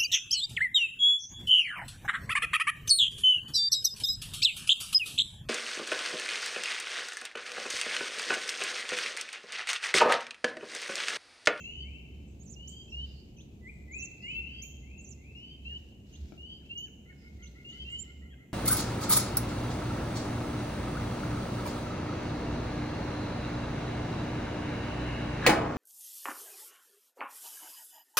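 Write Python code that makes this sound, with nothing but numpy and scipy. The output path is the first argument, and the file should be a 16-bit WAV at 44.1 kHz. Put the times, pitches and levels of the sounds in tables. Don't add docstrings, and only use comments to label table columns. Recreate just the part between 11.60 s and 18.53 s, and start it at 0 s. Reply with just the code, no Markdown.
import sys
import numpy as np
from scipy import signal
from scipy.fft import rfft, irfft, next_fast_len
from scipy.io import wavfile

SR = 44100
rng = np.random.default_rng(int(sys.argv[2]) if len(sys.argv) > 2 else 0)


def log_audio(samples):
    frames = np.atleast_2d(samples).T
    limited = np.clip(frames, -1, 1)
    pcm = np.round(limited * 32767).astype(np.int16)
    wavfile.write(sys.argv[1], SR, pcm)


N = 305613
TIME = np.arange(N) / SR


def amp(db):
    return 10 ** (np.asarray(db) / 20)


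def unit(x):
    return x / np.sqrt(np.mean(x ** 2) + 1e-20)


def read(points, hz):
    f, value = np.transpose(points)
    return np.interp(np.log(hz + 1), np.log(f + 1), value)


def wander(size, hz):
    full = next_fast_len(size + SR // 10)
    f = np.fft.rfftfreq(full, 1 / SR)
    lowpass = np.exp(-(f / hz) ** 2)
    return unit(irfft(rfft(rng.standard_normal(full)) * lowpass, full))[:size]


def add(mix, s, sound):
    start = round(s * SR)
    sound = sound[:, max(-start, 0):]
    part = mix[:, max(start, 0):][:, :sound.shape[1]]
    part += sound[:, :part.shape[1]]


def perch(wet_db, near_db, lead_ms, right_db):
    return wet_db, near_db, lead_ms, right_db


# (frequency [Hz], decay time to -60 dB [s])
FOREST_DECAY = [(1000, 2.67), (2700, 1.314), (4500, 0.64), (6800, 0.88), (13000, 0.48)]


def forest(x, wet_db, near_db, lead_ms, right_db):
    size = 49152
    taps = rng.standard_normal((2, size)) * (rng.random((2, size)) < .06)
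    taps = taps - 0.022 * taps[::-1]
    hz, t, z = signal.stft(taps, SR, nperseg=256)
    decay = amp(-60 * t / read(FOREST_DECAY, hz)[:, None])
    tail = signal.istft(z * decay, SR, nperseg=256)[1][:, :size]
    t = np.arange(size) / SR
    scatter = taps * amp(-60 * t / 0.19)
    tail = tail * (1 - np.exp(-t / 0.038))
    deep_echoes = amp(wet_db) * tail / np.linalg.norm(tail[0])
    near_echoes = amp(near_db) * scatter / np.linalg.norm(scatter[0])
    hz = np.fft.rfftfreq(2 * size, 1 / SR)
    direct = np.exp(-1j * np.pi * hz * np.array([[-1], [1]]) * lead_ms / 1000)
    heard = irfft(rfft(x, 2 * size) * (direct + rfft(deep_echoes + near_echoes, 2 * size)))[:, :size]
    return heard * amp([[-max(right_db, 0)], [min(right_db, 0)]])


def envelope(t, attack_s, release_s, grow_db):
    edges = np.minimum(t / attack_s, 1) * np.minimum((t[-1] - t) / release_s, 1)
    return np.sin(np.pi / 2 * edges) ** 2 * amp(grow_db * (t / t[-1] - .5))


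# (frequency [Hz], gain [dB])
EVEN_THROAT = [(1000, -3.5), (16000, -2)]


def syrinx(hz, overtones_db, order=1, throat=EVEN_THROAT, buzz=0, buzz_hz=190, jitter=0.001):
    t = np.arange(len(hz)) / SR
    waver = wander(SR // 2, 110)[:len(t)]
    flutter_db = 2.27 * wander(SR // 2, 60)[:len(t)]
    growing_buzz = buzz * t / t[-1] * np.sin(2 * np.pi * buzz_hz * t)
    hz = hz / order * (1 + jitter * waver + growing_buzz)
    phase = 2 * np.pi * np.cumsum(hz) / SR
    tone = 0
    for k, overtone_db in enumerate(overtones_db, 1):
        audible = k * hz < SR / 2
        tone = tone + amp(overtone_db + read(throat, k * hz)) * np.sin(k * phase) * audible
    return np.sqrt(2) * tone * amp(flutter_db)


CATCH_AT, CATCH_LENGTH = 0.33, 0.028


def sing(notes, pitches, overtones_db, place, attack_s, release_s, grow_db, catch_db=0, **voice):
    out = np.zeros((2, N))
    bend = np.polyfit(np.linspace(0, 1, len(pitches)), pitches, len(pitches) - 1)
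    for s, length, db, pitch_factor in notes:
        t = np.arange(0, length, 1 / SR)
        catch = np.exp(-((t / length - CATCH_AT) / CATCH_LENGTH) ** 2)
        swell = amp(db + catch_db * catch) * envelope(t, attack_s, release_s, grow_db)
        tone = syrinx(pitch_factor * np.polyval(bend, t / length), overtones_db, **voice)
        add(out, s, forest(swell * tone, *place))
    return out


# (frequency [Hz], gain [dB])
WHISTLE_THROAT = [(1300, 2.5), (3200, 0.5), (3500, -3), (4000, 10.5), (4300, -6.5), (4550, 4.5),
                  (4750, 12.5), (5200, -6), (6400, 1.5)]
# (time [s], length [s], level before the throat [dB], pitch factor)
LONG_RISES = [(-.3, 0.22, -51.5, 1.01), (.034, .21, -46.5, 0.97), (.954, 0.28, -53, 1.01),
              (2.829, .19, -51, 1.006), (3.744, .2, -50.5, .99), (4.772, 0.2, -50, 1),
              (6.04, 0.21, -51, .99)]
LONG_RISE_HZ = [2744, 3037, 3163]
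# (time [s], length [s], level before the throat [dB], pitch factor)
SHORT_RISES = [(0.032, .2, -54.5, 0.97), (1.314, 0.15, -43, .99), (2.622, .16, -44, 1),
               (4.04, 0.15, -44.5, 0.97), (5.089, .18, -44.5, .99), (6.242, 0.17, -44, 0.98)]
SHORT_RISE_HZ = [2734, 2933, 3136]
GRACE_HZ = [2680, 2724]
GRACE_AHEAD_S, GRACE_LENGTH_S, GRACE_DB = .038, .032, -18


def high_whistlers():
    far = perch(wet_db=-9, near_db=-7, lead_ms=.13, right_db=-2)
    near = perch(wet_db=-18, near_db=-14, lead_ms=.122, right_db=.7)
    voice = dict(order=2, throat=WHISTLE_THROAT, jitter=.004)
    long = sing(LONG_RISES, LONG_RISE_HZ, [-50, -.5, -26.5, -32.5], far,
                attack_s=0.015, release_s=0.017, grow_db=0.5, **voice)
    graces = [(s - GRACE_AHEAD_S, GRACE_LENGTH_S, db + GRACE_DB, pitch_factor)
              for s, _, db, pitch_factor in SHORT_RISES]
    soft = sing(graces, GRACE_HZ, [-50, 0], near,
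                attack_s=.008, release_s=0.0088, grow_db=-1.5, **voice)
    short = sing(SHORT_RISES, SHORT_RISE_HZ, [-50.5, .5, -28.0, -44.5], near,
                 attack_s=0.021, release_s=0.02, grow_db=1.5, catch_db=-17, **voice)
    return long + soft + short


# (time [s], length [s], level before the throat [dB],
# pitch before the leap [Hz], middle of the leap after the start [s], time scale of the leap [s],
# deep echo level [dB])
SLURS = [(-.2, 0.2, -43.5, 2000, 0.066, .0105, -10), (.2, .205, -55, 2022, 0.077, 0.02, -5),
         (2, 0.11, -47, 1985, 0.085, .008, -9.5), (2.265, 0.19, -39.5, 2007, 0.067, 0.011, -12.5),
         (2.611, 0.21, -38, 2017, .07, 0.011, -11), (2.975, .08, -56, 2040, 0.056, .0105, -23),
         (3.196, .215, -57.5, 2049, .092, 0.019, -5.5), (3.554, 0.18, -59, 2024, 0.084, 0.019, -3.5)]
CREEP_HZ_PER_S, LEAP_HZ = 1450, 528


def low_whistler():
    out = np.zeros((2, N))
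    for s, length, db, first_hz, leap_at, leap_s, wet_db in SLURS:
        t = np.arange(0, length, 1 / SR)
        leap = 1 / (1 + np.exp((leap_at - t) / leap_s))
        creep_hz = CREEP_HZ_PER_S * np.maximum(t - leap_at, 0)
        tone = syrinx(first_hz + LEAP_HZ * leap + creep_hz, [-55, -2.0, -43, -45],
                      order=2, throat=WHISTLE_THROAT, jitter=0.0044)
        soft_db = -9 * (1 - leap)
        swell = amp(db + soft_db) * envelope(t, attack_s=0.056, release_s=0.019, grow_db=8)
        place = perch(wet_db=wet_db, near_db=-5.5, lead_ms=-0.11, right_db=-2.5)
        add(out, s, forest(tone * swell, *place))
    return out


# (time [s], length [s], level before the throat [dB],
# pitch approached at the top [Hz], octave level before the throat, relative to that level [dB])
CHIPS = [(-.04, 0.03, -44, 7100, -30), (1.072, 0.03, -38.5, 7850, -31.5), (3.016, 0.025, -37.5, 7070, -24),
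         (5.173, 0.028, -43, 7000, -24.5)]
CHIP_FOOT_HZ, CHIP_HZ_PER_S = 4780, 330000


def chips():
    out = np.zeros((2, N))
    chipping = perch(wet_db=-7, near_db=-3, lead_ms=.04, right_db=15)
    beamed = perch(wet_db=5, near_db=4.0, lead_ms=.02, right_db=23)
    for s, length, db, top_hz, octave_db in CHIPS:
        t = np.arange(0, length, 1 / SR)
        span = top_hz - CHIP_FOOT_HZ
        hz = top_hz - span * np.exp(-t * CHIP_HZ_PER_S / span)
        swell = amp(db) * envelope(t, attack_s=0.011, release_s=.004, grow_db=-17)
        add(out, s, forest(swell * syrinx(hz, [-2.5], buzz=0.022), *chipping))
        add(out, s, forest(swell * syrinx(2 * hz, [octave_db]), *beamed))
    return out


# (frequency [Hz], likeness [-1 to 1])
LIKENESS = [(30, 1), (70, 0.98), (125, 0.96), (250, 0.94), (500, 0.44), (900, 0.03), (2000, -0.52),
            (4000, 0.11), (9000, -0.032)]
# (frequency [Hz], left minus right [dB])
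BALANCE = [(60, 2), (250, -1.5), (500, 1), (1200, 4), (2500, 3.5), (4000, 2), (7000, -3), (13000, -2)]


def stereo_noise(spectrum):
    hz = np.fft.rfftfreq(N, 1 / SR)
    a, b = rfft(rng.standard_normal((2, N)))
    same = np.clip(read(LIKENESS, hz), -1, 1)
    pair = np.array([a, same * a + np.sqrt(1 - same ** 2) * b])
    pair = pair * amp(np.array([[.5], [-.5]]) * read(BALANCE, hz))
    return unit(irfft(pair * amp(read(spectrum, hz)), N))


# (time [s], level [dB])
DRONE_LEVEL = [(0.0, -55), (0.19, -47.5), (1.27, -54), (1.39, -43.5), (1.75, -57), (2.41, -48), (2.47, -64),
               (2.82, -49.5), (4.01, -54.5), (4.09, -48), (4.53, -60), (4.63, -39), (4.71, -61),
               (4.82, -48.5), (5.08, -62.5), (5.96, -48.5), (6.1, -66), (6.18, -46.5), (6.6, -48.5),
               (6.93, -61.5)]
DRONE_HZ, DRONE_SPREAD_HZ = 68.2, 8.1
THROB_DEPTH = 0.59
PULSE_EVERY_S, PULSE_AT_S, PULSE_DB = .433, 0.18, 2


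def drone():
    hz = np.fft.fftfreq(next_fast_len(N), 1 / SR)
    band = np.exp(-((hz - DRONE_HZ) / DRONE_SPREAD_HZ) ** 4)
    engines = np.fft.ifft(band * np.exp(2j * np.pi * rng.random(len(hz))))[:N]
    throb = unit(np.cos(np.angle(engines)) * abs(engines) ** THROB_DEPTH)
    pulse_db = PULSE_DB * np.cos(2 * np.pi * (TIME - PULSE_AT_S) / PULSE_EVERY_S)
    level_db = np.interp(TIME, *np.transpose(DRONE_LEVEL)) + pulse_db
    return throb * amp(level_db) * amp([[-.2], [1]])


# (frequency [Hz], relative level per Hz [dB])
TRAFFIC_COLOUR = [(20, -23.5), (35, -10), (50, 1), (68, -4.5), (86, -2), (108, -1.5), (140, 1.5), (175, -4),
                  (210, -1), (270, -7.5), (380, -10), (520, -20), (750, -25), (1100, -36.5), (1800, -47.5),
                  (4000, -84)]
# (time [s], level change [dB])
TRAFFIC_SWELL = [(0, 1), (2.4, 0.5), (3.6, -0.5), (4.7, -0.8), (5.6, -2), (6.2, -0.5), (6.9, -1.4)]
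# (frequency [Hz], relative level per Hz [dB])
AIR_COLOUR = [(900, -10.5), (1400, -18.5), (2500, 8), (3600, -5.5), (5000, -12.5), (7000, -1), (9200, -14),
              (13000, -8), (15500, -13)]
TRAFFIC_DB, AIR_DB = -52, -73.5


def background():
    swell_db = np.interp(TIME, *np.transpose(TRAFFIC_SWELL)) + .5 * wander(N, 4.8)
    rumble = stereo_noise(TRAFFIC_COLOUR) * amp(TRAFFIC_DB + swell_db)
    return rumble + drone() + amp(AIR_DB) * stereo_noise(AIR_COLOUR)


# (time [s], length [s], first pitch [Hz], last pitch [Hz], rms waver [Hz],
# peak level before the wood [dB])
TWITTERS = [(0.223, 0.17, 7700, 7570, 89, -86), (0.658, 0.056, 6490, 6500, 40, -78),
            (0.661, 0.059, 7570, 7800, 51.66, -82), (1.296, 0.025, 5490, 5120, 298, -65),
            (1.329, 0.2, 4000, 3950, 408, -73), (1.428, 0.21, 4740, 4680, 221, -70.5),
            (2.009, 0.26, 7920, 7400, 201, -83), (2.607, .03, 5600, 5100, 350, -70.5),
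            (2.617, 0.13, 6950, 7300, 450, -75.5), (3.754, 0.043, 5420, 5280, 247, -76.5),
            (5.543, 0.15, 5230, 4750, 160, -80.5), (6.058, 0.04, 7290, 7300, 160, -80),
            (6.29, 0.042, 7300, 7120, 604, -63)]


def twitters():
    out = np.zeros((2, N))
    canopy = perch(wet_db=3.0, near_db=8.5, lead_ms=0.029, right_db=7.5)
    for s, length, first_hz, last_hz, waver_hz, db in TWITTERS:
        size = int(length * SR)
        hz = np.linspace(first_hz, last_hz, size) + waver_hz * wander(SR // 2, 130)[:size]
        tone = np.sin(2 * np.pi * np.cumsum(hz) / SR)
        add(out, s, forest(amp(db) * tone * signal.windows.tukey(size, .5), *canopy))
    return out


# (frequency [Hz], gain [dB])
TRILL_THROAT = [(5200, -17), (6000, -6), (6800, 1.5), (7500, -7.5), (8200, -23), (12000, 2)]
# (time [s], length [s], level before the throat [dB])
TRILLS = [(0.775, 0.18, -47), (2.299, 0.17, -40.5), (3.359, 0.182, -45)]
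TRILL_HZ, SINK_HZ_PER_S, SWING_HZ, SWING_S = 7460, 6800, 849, .071
CREST = .14
# (time [s], length [s], level before the throat [dB], pitch factor)
SEETS = [(6.383, 0.052, -33, 0.98)]
SEET_HZ = [6850, 7450, 7390]


def trills():
    out = np.zeros((2, N))
    trilling = perch(wet_db=-15.5, near_db=-10, lead_ms=0.029, right_db=11.5)
    facing = perch(wet_db=-23, near_db=-17, lead_ms=.012, right_db=18)
    for s, length, db in TRILLS:
        t = np.arange(0, length, 1 / SR)
        turn = 2 * np.pi * t / SWING_S
        swing = np.cos(turn) + CREST * np.cos(2 * turn)
        hz = TRILL_HZ - SINK_HZ_PER_S * t + SWING_HZ * swing
        tone = syrinx(hz, [-6, -48], throat=TRILL_THROAT, buzz=0.08, buzz_hz=188, jitter=0.0052)
        swell = amp(db) * envelope(t, attack_s=0.048, release_s=.012, grow_db=13.5)
        add(out, s, forest(tone * swell, *trilling))
    seet = sing(SEETS, SEET_HZ, [-2, -47], facing,
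                attack_s=0.013, release_s=.006, grow_db=-6, jitter=0.0088)
    return out + seet


# (time [s], length [s], level before the flurry's shape [dB])
RUSTLES = [(1.3, 0.42, -73), (2.3, 0.99, -77), (4.015, 0.35, -72), (4.453, 0.42, -67), (4.863, 0.46, -77),
           (5.498, 0.91, -72), (6.07, 0.64, -66.5)]
# (frequency [Hz], relative level per Hz [dB])
LEAF_COLOUR = [(700, -28), (1500, 0), (3500, 3.5), (7000, -1), (9200, -20), (12000, -12), (15500, -16)]


def leaves():
    level = np.zeros(N)
    for s, length, db in RUSTLES:
        corners = [s, s + length / 10, s + length / 2, s + length]
        level += amp(db) * np.interp(TIME, corners, [0.085, 0.59, 0.9, 0.015])
    flutter_db = 1.67 * wander(N, 110)
    return stereo_noise(LEAF_COLOUR) * level * amp(flutter_db)


# (time [s], length [s], level before the throat [dB], pitch factor)
DIPS = [(1.763, 0.057, -62.5, .98), (4.519, 0.052, -62, 1.03), (5.82, 0.061, -61, 1),
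        (6.082, .056, -63.5, 1.09)]
DIP_LOW_HZ = [3300, 2850, 2650, 3280, 4400]
DIP_HIGH_HZ = [5750, 6340, 6030, 6350, 7500]
# (time [s], length [s], level before the throat [dB], pitch factor)
ARCHES = [(4.974, 0.072, -74, 0.92), (5.22, .066, -67, .87), (6.688, 0.057, -63, 0.98)]
ARCH_HZ = [2887, 3250, 3360, 2230]
# (time [s], length [s], level before the throat [dB], pitch factor)
CHUPS = [(1.384, 0.053, -75, .88), (2.909, 0.047, -70.5, 0.91), (4.098, .047, -66, 0.96),
         (5, .04, -74, 0.9), (5.254, 0.0396, -66, .89), (5.497, 0.039, -61.5, 0.98),
         (6.701, 0.049, -62, .97)]
CHUP_HZ = [1960, 1870, 1450]


def callers():
    bush = perch(wet_db=-10, near_db=-5, lead_ms=.08, right_db=-1)
    bush_high = perch(wet_db=-13, near_db=0, lead_ms=0.051, right_db=10.5)
    deep = perch(wet_db=-12, near_db=-7, lead_ms=.16, right_db=1)
    chups = sing(CHUPS, CHUP_HZ, [0], deep,
                 attack_s=0.0077, release_s=0.0065, grow_db=-4.5, jitter=.025)
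    dips = sing(DIPS, DIP_LOW_HZ, [4, -15], bush,
                attack_s=0.0084, release_s=0.0024, grow_db=4.5, jitter=0.023)
    dips += sing(DIPS, DIP_HIGH_HZ, [3], bush_high,
                 attack_s=0.016, release_s=0.0096, grow_db=-9, jitter=.02)
    arches = sing(ARCHES, ARCH_HZ, [0], bush,
                  attack_s=.006, release_s=0.0025, grow_db=12, jitter=0.02)
    return chups + dips + arches


# (time [s], level before the modes' own [dB])
SNAPS = [(4.722, -43)]
# (frequency [Hz], starting level [dB], decay time to -60 dB [s])
WOOD_MODES = [(314, 7, 0.023), (640, 0, 0.012), (1320, -8, 0.017), (2290, -11, 0.017)]


def twigs():
    out = np.zeros((2, N))
    t = np.arange(SR // 10) / SR
    ring = sum(amp(db - 60 * t / t60) * np.sin(2 * np.pi * hz * t) for hz, db, t60 in WOOD_MODES)
    for s, db in SNAPS:
        place = perch(wet_db=-13, near_db=-0.5, lead_ms=0.026, right_db=-6.5)
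        add(out, s, forest(amp(db) * ring, *place))
    return out


YELP_HZ = [641.6, 718, 717]
YELP_START_S, YELP_EVERY_S, YELP_LENGTH_S, YELP_COUNT = 5.45, .166, 0.0723, 9
YELP_DB, YELP_PEAK_S, YELP_FADE_DB_PER_S2 = -54.5, 6.01, 10
YELP_SAG_PER_S = 0.0362


def yelper():
    deep = perch(wet_db=-12.5, near_db=-7, lead_ms=.16, right_db=1)
    notes = []
    for s in YELP_START_S + YELP_EVERY_S * np.arange(YELP_COUNT):
        db = YELP_DB - YELP_FADE_DB_PER_S2 * (s - YELP_PEAK_S) ** 2
        pitch_factor = 1 - YELP_SAG_PER_S * (s - YELP_START_S)
        notes.append((s, YELP_LENGTH_S, db, pitch_factor))
    return sing(notes, YELP_HZ, [-43, -15.5, -1.5, -21, -41, -27], deep,
                attack_s=0.0096, release_s=0.012, grow_db=11, jitter=0.0216)


def scene():
    whistlers = high_whistlers() + low_whistler()
    small_bird = chips() + trills()
    others = twitters() + callers() + yelper()
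    floor = leaves() + twigs()
    return whistlers + small_bird + others + floor + background()


def record(dry):
    lowpass = signal.firwin(511, 15700, window=("kaiser", 9), fs=SR)
    return signal.oaconvolve(dry, lowpass[None], "same")


dry = scene()
out = record(dry)
log_audio(out)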